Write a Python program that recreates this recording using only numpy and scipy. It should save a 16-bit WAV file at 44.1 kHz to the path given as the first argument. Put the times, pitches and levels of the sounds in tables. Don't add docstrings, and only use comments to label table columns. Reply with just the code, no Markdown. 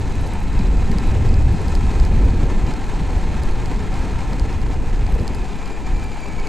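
import sys
import numpy as np
from scipy import signal
from scipy.fft import rfft, irfft
from scipy.io import wavfile
from scipy.ndimage import uniform_filter1d

SR = 44100
rng = np.random.default_rng(int(sys.argv[2]) if len(sys.argv) > 2 else 0)


def wrap_up_sound(samples):
    columns = np.atleast_2d(samples).T
    tamed = np.clip(columns, -1, 1)
    steps = np.round(tamed * 32767).astype(np.int16)
    wavfile.write(sys.argv[1], SR, steps)


def volts_from_db(level):
    exponent = np.asarray(level, float) / 20
    return 10 ** exponent


N = 285768

# time in seconds, peak in dB.
STONES = [(0.0947, -38), (0.268, -31), (0.5307, -31), (0.5911, -26), (0.7696, -30), (0.9153, -24),
          (0.984, -19), (1.291, -28), (1.3407, -25), (1.6821, -24), (1.7514, -19), (1.9986, -23),
          (2.0497, -23), (2.3052, -32), (2.6653, -30), (2.7379, -27), (3.4343, -26), (3.5109, -33),
          (3.6581, -26), (3.792, -34), (3.9404, -27), (4.2071, -29), (4.3321, -26), (4.3959, -22),
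          (4.5276, -31), (4.6154, -30), (4.896, -32), (4.959, -33), (5.0659, -29), (5.1417, -35),
          (5.1972, -30), (5.2779, -18), (5.3472, -26), (5.6577, -28), (5.857, -39), (5.9448, -39),
          (5.9687, -33), (6.1159, -32), (6.3989, -28), (6.4708, -24)]


def rms_one(x):
    return x / np.sqrt(np.mean(x ** 2) + 1e-20)


def in_time(rows):
    s, *columns = np.transpose(rows)
    return [np.interp(np.arange(N) / SR, s, column) for column in columns]


def drift(rate_hz):
    pole = np.exp(-20 * np.pi * rate_hz / SR)
    noise = rng.standard_normal(N // 10 + 4002)
    slow = signal.lfilter([1], [1, -2 * pole, pole * pole], noise)[4000:]
    return np.interp(np.arange(N) / 10, np.arange(len(slow)), rms_one(slow))


def colour(x, spectrum, peaks=()):
    hz = np.maximum(np.fft.rfftfreq(N, 1 / SR), 1)
    corner_hz, corner_db = np.transpose(spectrum)
    db = np.interp(np.log(hz), np.log(corner_hz), corner_db, right=-90)
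    for peak_hz, width_hz, lift_db in peaks:
        db = db + lift_db / (1 + (2 * (hz - peak_hz) / width_hz) ** 2)
    return rms_one(irfft(rfft(x) * volts_from_db(db), N))


def even(x, over_s):
    size = int(over_s * SR)
    power = uniform_filter1d(uniform_filter1d(x ** 2, size), size)
    return x / np.sqrt(power + 1e-9)


def narrow(hz, width_hz):
    phase = 2 * np.pi * np.cumsum(hz * np.ones(N)) / SR
    return rms_one(drift(width_hz) * np.cos(phase) + drift(width_hz) * np.sin(phase))


def grains(per_s, spread_db):
    sizes = volts_from_db(spread_db * np.minimum(rng.exponential(1, N), 5)) * rng.choice([-1, 1], N)
    return rms_one(sizes * (rng.random(N) < per_s / SR))


def scattered(count, peak_db, spread_db):
    rows = rng.random((count, 2))
    return np.column_stack([rows[:, 0] * N / SR, peak_db + spread_db * (2 * rows[:, 1] - 1)])


def placed(events, sounds):
    s, peak_db = np.transpose(events)
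    sounds = sounds / np.max(abs(sounds), axis=1, keepdims=True) * volts_from_db(peak_db)[:, None]
    out = np.zeros(N + sounds.shape[1])
    starts = np.round(s * SR).astype(int)[:, None]
    np.add.at(out, starts + np.arange(sounds.shape[1]), sounds)
    return out[:N]


def ring(hits, hz, t60):
    r, w = volts_from_db(-60 / (t60 * SR)), 2 * np.pi * hz / SR
    return signal.lfilter([0, np.sin(w)], [1, -2 * r * np.cos(w), r * r], hits)


def buffeting():
    # time in seconds, then the levels in dB of
    turbulence = [(0.0, -22.5, -24.5, -32.5, -34), (0.5, -19.5, -37, -31, -37),
                  (0.59, -18, -21, -29, -34.5), (0.67, -15, -24.5, -29.5, -33),
                  (0.96, -16, -28.5, -26.5, -33), (1.14, -26, -17.5, -30.5, -32.5),
                  (1.32, -12.5, -18, -29, -32.5), (1.43, -13, -12.5, -28, -31.5),
                  (1.62, -22, -27, -29.5, -32.5), (1.85, -17.5, -22, -28.5, -33.5),
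                  (2.2, -12, -19.5, -23, -32), (2.47, -16, -22.5, -31, -28.5),
                  (2.56, -22, -34, -26.5, -30.5), (2.65, -20, -29, -29.5, -33.5), (2.7, -22, -31, -30, -33),
                  (2.78, -23.5, -35, -32, -35.5), (3.2, -20, -32, -30.5, -34.5),
                  (3.43, -18, -29, -31, -34.5), (3.8, -23, -29, -30.5, -34.5),
                  (4.4, -20.5, -28, -31.5, -35), (4.96, -16.5, -27, -33, -36.5), (5.2, -23, -30, -31, -33),
                  (5.5, -27, -35, -35, -38.5), (5.79, -27.5, -49, -40, -38.5),
                  (5.92, -20.5, -28, -34.5, -37), (6.21, -28.5, -44, -39, -38), (6.41, -29, -34, -34, -39),
                  (6.48, -27, -46, -41, -33.5)]
    # frequency in Hz, relative density in dB per Hz.
    thump_spectrum = [(2, -49), (6, -56), (13, 1.5), (25, -0.5), (45, 3), (62, -11.5), (90, -9.5),
                      (150, -65)]
    throb_spectrum = [(30, -25), (48, -38), (60, -1.5), (90, -6), (125, -12), (160, -38), (250, -63)]
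    low_spectrum = [(70, -40), (115, -5.5), (140, -1.5), (200, -3.5), (280, -12.5), (350, -31), (500, -62)]
    high_spectrum = [(180, -16), (260, 2.5), (320, 1.6), (450, -1), (560, -8), (660, -15.5), (900, -29)]
    own_lumps_db = [1.6, 1.5, 1.5, 1.5]
    calm = .5
    shared_lumps = volts_from_db(0.52 * drift(37))
    suction, near = eddies()
    levels_db = np.array(in_time(turbulence))
    levels_db[2:] += jolts()
    spectra = (thump_spectrum, throb_spectrum, low_spectrum, high_spectrum)
    evened_over_s = (0.03, 0.031, .04, 0.055)
    registers = []
    for db, own_db, spectrum, over_s in zip(levels_db, own_lumps_db, spectra, evened_over_s):
        noise = even(colour(rng.standard_normal(N), spectrum), over_s)
        registers.append(volts_from_db(db + own_db * drift(13.6)) * noise)
    thump, throb, low, high = registers
    return shared_lumps * ((thump + throb) * (1 - calm * near) + low + high) + suction


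def eddies():
    # centre in seconds, depth in dB, width in seconds.
    eddy_rows = [(0.122, -12, 0.0082), (0.217, -14, 0.0043), (0.309, -14, 0.01), (0.548, -12.5, 0.0054),
                 (0.586, -6, 0.012), (0.704, -7.5, 0.007), (0.765, -7, 0.0081), (0.938, -8.5, 0.013),
                 (1.074, -8.5, 0.013), (1.165, -5.5, 0.0054), (1.283, -9, 0.011), (1.327, -14, 0.023),
                 (1.675, -8, 0.0057), (1.773, -8, 0.014), (1.883, -10.5, 0.013), (2.016, -2, 0.0051),
                 (2.25, -5, 0.0081), (2.567, -8, 0.015), (2.644, -7.5, 0.005), (2.949, -10.5, 0.012),
                 (3.17, -7.5, 0.0054), (3.256, -9.5, 0.0094), (3.508, -11, 0.03), (3.752, -12, 0.01),
                 (3.911, -13.5, 0.0083), (4.007, -9, 0.0071), (4.046, -21, 0.0039), (4.167, -11, 0.0079),
                 (4.428, -8.5, 0.0054), (4.599, -20, 0.013), (4.656, -11.5, 0.0077), (4.921, -8, 0.01),
                 (5.139, -6, 0.007), (5.207, -13, .004), (5.217, -13.5, 0.0018), (5.305, -14.5, 0.0032),
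                 (5.413, -11, 0.0096), (5.939, -10, 0.0089), (6.407, -12, 0.018)]
    rim_ratio = 1.35
    t = np.arange(0, N + 8, 8) / SR
    s, depth_db, width_s = np.transpose(eddy_rows)[:, :, None]
    away = (t - s) / width_s
    rim = np.exp(-(away / rim_ratio) ** 2)
    shape = (rim / rim_ratio - np.exp(-away ** 2)) / (1 - 1 / rim_ratio)
    suction = (volts_from_db(depth_db) * shape).sum(axis=0)
    near = np.exp(-(away / 0.5) ** 2).max(axis=0)
    return [np.interp(np.arange(N) / SR, t, curve) for curve in (suction, near)]


def jolts():
    # centre in seconds, low flutter change in dB, high flutter change in dB; below 0 is a dip.
    jolt_rows = [(.27, 1, 2), (0.609, 11, -3), (.78, 3, 2), (.9, 5.5, 1), (0.961, 5.5, 0), (1.329, 13, 6.5),
                 (1.55, 10.5, -1), (1.77, 7, -1), (1.97, -6, 5.5), (2.24, -2, 3.5), (2.42, 6, 5),
                 (2.52, 4.5, 3.5), (2.695, 10.5, 1.5), (3.01, 9, 1.5), (3.36, 5, -10), (4.06, -1, 4),
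                 (4.17, 1, -5), (4.33, 6, 0), (5.16, 3, 3), (5.22, 11, 4), (5.31, 4, 4), (5.56, 7.5, -6),
                 (5.81, 3, -1), (6.03, 5.5, 0)]
    width_s = 0.015
    t = np.arange(0, N + 40, 40) / SR
    s, *changes_db = np.transpose(jolt_rows)[:, :, None]
    bump = np.exp(-((t - s) / width_s) ** 2)
    return [np.interp(np.arange(N) / SR, t, (db * bump).sum(axis=0)) for db in changes_db]


def rolling():
    # time in seconds, chassis roar in dB, grit hiss in dB.
    roll = [(0.0, -36.5, -44), (0.32, -35.5, -46.5), (0.88, -35, -44.5), (1.5, -34.5, -44.5),
            (1.73, -35, -43.5), (2.15, -34, -44), (2.58, -34, -44.5), (2.89, -34.5, -44.5),
            (4.29, -34, -44.5), (4.75, -37, -47), (5.2, -36, -46.5), (5.5, -37, -47), (6.48, -36.5, -46.5)]
    # frequency in Hz, relative density in dB per Hz.
    roar_spectrum = [(300, -3), (500, -9), (700, -1.5), (1150, -11.5), (1500, -12), (2100, -7), (2900, -13),
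                     (3600, -18.5), (5000, -43)]
    hiss_spectrum = [(2000, -4), (3000, -11), (4000, 2.5), (5000, -2.5), (5800, -4), (7200, -6.5),
                     (8200, -6), (9500, -12.5), (11000, -20), (13000, -21), (14600, -26), (15200, -48)]
    roar_db, hiss_db = in_time(roll)
    bumps = drift(65)
    ruts = volts_from_db(.9 * drift(18))
    crunch = .5 * grains(2000, 2.6)
    roar = even(flexing(rng.standard_normal(N) + crunch, roar_spectrum), 0.22)
    roar = roar * volts_from_db(1.15 * bumps + 0.062 * drift(53))
    hiss = rng.standard_normal(N) + .5 * grains(1500, 4)
    hiss = flexing(hiss * volts_from_db(1.03 * bumps + 0.41 * drift(69)), hiss_spectrum)
    return ruts * (volts_from_db(roar_db) * roar + volts_from_db(hiss_db) * hiss)


def flexing(x, spectrum):
    # frequency in Hz, width in Hz, lift in dB.
    chassis = [(410, 65, 7), (767.6, 30, 7.5), (895, 176, 9.5), (1039, 94, 7.5), (1313, 145, 8.5),
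               (1586, 105, 6), (1753, 32, 9), (2507, 110, 5), (3182, 58, 4.5), (3655, 51, 4),
               (4770, 100, -1), (6270, 280, 3), (6710, 190, 7.5), (7410, 120, 9.5)]
    flex, flex_rate_hz = .018, 5
    slack, taut = [colour(x, spectrum, np.multiply(chassis, [1 + shift, 1, 1])) for shift in (-flex, flex)]
    tension = .5 + .5 * np.tanh(drift(flex_rate_hz))
    return rms_one(slack + tension * (taut - slack))


def gears():
    # time in seconds, pitch in Hz, level in dB, share of clean tone from 0 to 1.
    mesh = [(0, 2560, -55, .11), (.45, 2600, -53, .11), (.7, 2550, -54, .11), (1.3, 2540, -52, .11),
            (1.8, 2510, -56.5, .1), (3.5, 2533, -64, .1), (5.2, 2566, -58, .2), (5.55, 2410, -52, .6),
            (5.68, 2385, -47, .8), (5.73, 2395, -47, .8), (5.79, 2380, -53, .8), (5.84, 2370, -52, .8),
            (5.87, 2350, -44, .85), (5.91, 2350, -54, .85), (5.96, 2365, -47, .85), (6, 2360, -47, .85),
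            (6.1, 2355, -47, .8), (6.18, 2322, -45, .75), (6.27, 2330, -45, .75), (6.3, 2275, -45, .7),
            (6.35, 2265, -46, .55), (6.48, 2255, -46, .5)]
    # multiple of the pitch, level in dB relative to the mesh level.
    mesh_orders = [(1, 0), (2, -12), (3, -11)]
    rough_width_hz = 80
    mesh_hz, mesh_db, clean = in_time(mesh)
    shaft_play = .006 * drift(28)
    mesh_hz = mesh_hz * (1 + .003 * drift(10.2) + shaft_play)
    clean = np.clip(clean, 0, 1)
    phase = 2 * np.pi * np.cumsum(mesh_hz) / SR
    flicker = rms_one(volts_from_db(3 * drift(25)))
    whine = np.zeros(N)
    for k, db in mesh_orders:
        clean_power = clean ** (2 * k - 1)
        tone = np.sqrt(2 * clean_power) * np.sin(k * phase)
        rough = np.sqrt(1 - clean_power) * flicker * narrow(k * mesh_hz, rough_width_hz * k)
        whine += volts_from_db(mesh_db + db) * (tone + rough)
    return (whine + whistles()) * volts_from_db(1.8 * drift(44))


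def whistles():
    # start in seconds, end in seconds, pitch in Hz, level in dB.
    whistle_rows = [(0, 1.2, 3980, -57.5), (1.5, 4.5, 4265, -59.5), (1.6, 4.1, 8500, -79),
                    (5.3, 5.7, 2585, -54), (5.7, 6.7, 2550, -55), (6.102, 7, 862, -57)]
    t, out = np.arange(N) / SR, np.zeros(N)
    for start, end, hz, db in whistle_rows:
        gate = np.clip(np.minimum(t - start, end - t) / .15 + .5, 0, 1)
        out += volts_from_db(db) * gate * narrow(hz * (1 + .009 * drift(3)), width_hz=50)
    return out


def stones():
    # frequency in Hz, relative level in dB from the first touch,
    # relative level in dB from each later touch, decay by 60 dB in seconds.
    shell = [(2340, -11, -22, .007), (3200, -30, -19, .012), (4250, -30, -11, .008), (4950, -6, -2, .0032),
             (5900, -6, -17, .004), (7200, -5, -26, .003), (9000, -19, -28, .003)]
    touch_s = .0007
    rolls_s = np.array((2 / 4950, 3 / 4950))
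    small_stones = scattered(22, -38, spread_db=4)
    events = np.vstack([STONES, small_stones])
    first, later = np.zeros((2, 512))
    first[round(touch_s * SR)] = 1
    later[np.round((touch_s + rolls_s) * SR).astype(int)] = 1
    knocks = 0
    for hz, first_db, later_db, t60 in shell:
        strength = volts_from_db(rng.standard_normal((len(events), 1)))
        knocks = knocks + strength * ring(volts_from_db(first_db) * first + volts_from_db(later_db) * later, hz, t60)
    return placed(events, uniform_filter1d(knocks, size=2))


def thuds():
    # time in seconds, peak in dB.
    thud_rows = [(.241, -26), (1.592, -20), (1.956, -21), (2.381, -29), (3.251, -29), (3.274, -26),
                 (4.409, -26), (5.09, -21), (5.272, -34), (5.633, -24)]
    # frequency in Hz, relative level in dB, decay by 60 dB in seconds.
    floor_pan = [(450, -3, .03), (790, -1, .03), (900, -1, .02), (1050, -5, .025)]
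    push = np.pad(np.hanning(40), (0, 2000))
    knocks = 0
    for hz, db, t60 in floor_pan:
        strength = volts_from_db(db + 3 * rng.standard_normal((len(thud_rows), 1)))
        knocks = knocks + strength * ring(push, hz, t60)
    return placed(thud_rows, knocks)


def ticks():
    # time in seconds, peak in dB.
    clear_ticks = [(0.154, -37), (0.2094, -38), (0.2149, -38), (0.284, -40), (0.2643, -37), (0.2743, -31),
                   (0.3356, -33), (0.4035, -38), (0.4299, -38), (0.9153, -33), (1.072, -34), (1.6821, -37),
                   (1.7514, -40), (2.0497, -42), (3.4341, -34), (3.5109, -37), (4.3959, -37), (1.5274, -36),
                   (1.616, -37), (2.5092, -43), (2.8903, -42), (3.1343, -40), (3.1782, -35), (3.68, -41),
                   (5.0998, -41), (5.1238, -34), (5.1516, -35), (5.1696, -44), (5.2155, -39), (5.233, -39),
                   (5.3512, -34), (5.5613, -43), (5.7224, -41), (6.0407, -34), (6.2048, -37), (6.2886, -43)]
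    stone_ticks = np.add(STONES, [0, -23])
    small_grains = scattered(36, -48, spread_db=3)
    events = np.vstack([clear_ticks, stone_ticks, small_grains])
    return placed(events, scrapes(len(events), centre_hz=9000, width_hz=2800, length_s=0.0022))


def scrapes(count, centre_hz, width_hz, length_s):
    size = 512
    shape = np.exp(-((np.fft.rfftfreq(size, 1 / SR) - centre_hz) / width_hz) ** 2 / 2)
    bursts = irfft(rfft(rng.standard_normal((count, size))) * shape, size)
    return bursts * np.sin(np.pi * np.clip(np.arange(size) / SR / length_s, 0, 1)) ** 2


def electronics():
    # time in seconds, level in dB rms.
    leak = [(0.0, -64), (0.03, -67), (0.27, -60), (0.34, -64), (0.9, -63), (1.48, -64), (1.53, -68),
            (1.73, -57), (2.06, -60), (2.11, -68), (2.24, -62), (2.85, -71), (2.92, -59), (3.36, -69),
            (3.43, -63), (3.54, -69), (3.59, -63), (4.13, -72), (4.2, -61), (4.39, -62), (4.55, -72),
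            (5.61, -69), (5.65, -69), (6.35, -64), (6.44, -69), (6.48, -63)]
    # multiple of the clock, level in dB relative to the leak.
    clock = [(7, 0), (8, -18), (9, -23), (10, -26), (11, -28)]
    clock_hz = 8059.6 / 7
    t = np.arange(N) / SR
    leak_db, = in_time(leak)
    return sum(np.sqrt(2) * volts_from_db(leak_db + db) * np.sin(2 * np.pi * k * clock_hz * t + k) for k, db in clock)


def scene():
    mono = buffeting() + rolling() + gears() + stones() + thuds() + ticks() + electronics()
    return np.tile(mono, (2, 1))


def roll_off(x):
    return signal.sosfilt(signal.butter(12, 15580, fs=SR, output="sos"), x)


def record(dry):
    ceiling, left_offset, coupling_hz = .95, .0625, 4
    left, right = ceiling * np.tanh(dry / ceiling)
    right = signal.lfilter(*signal.butter(1, coupling_hz, "high", fs=SR), right)
    return roll_off(np.array([left + left_offset, right]))


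dry = scene()
out = record(dry)
wrap_up_sound(out)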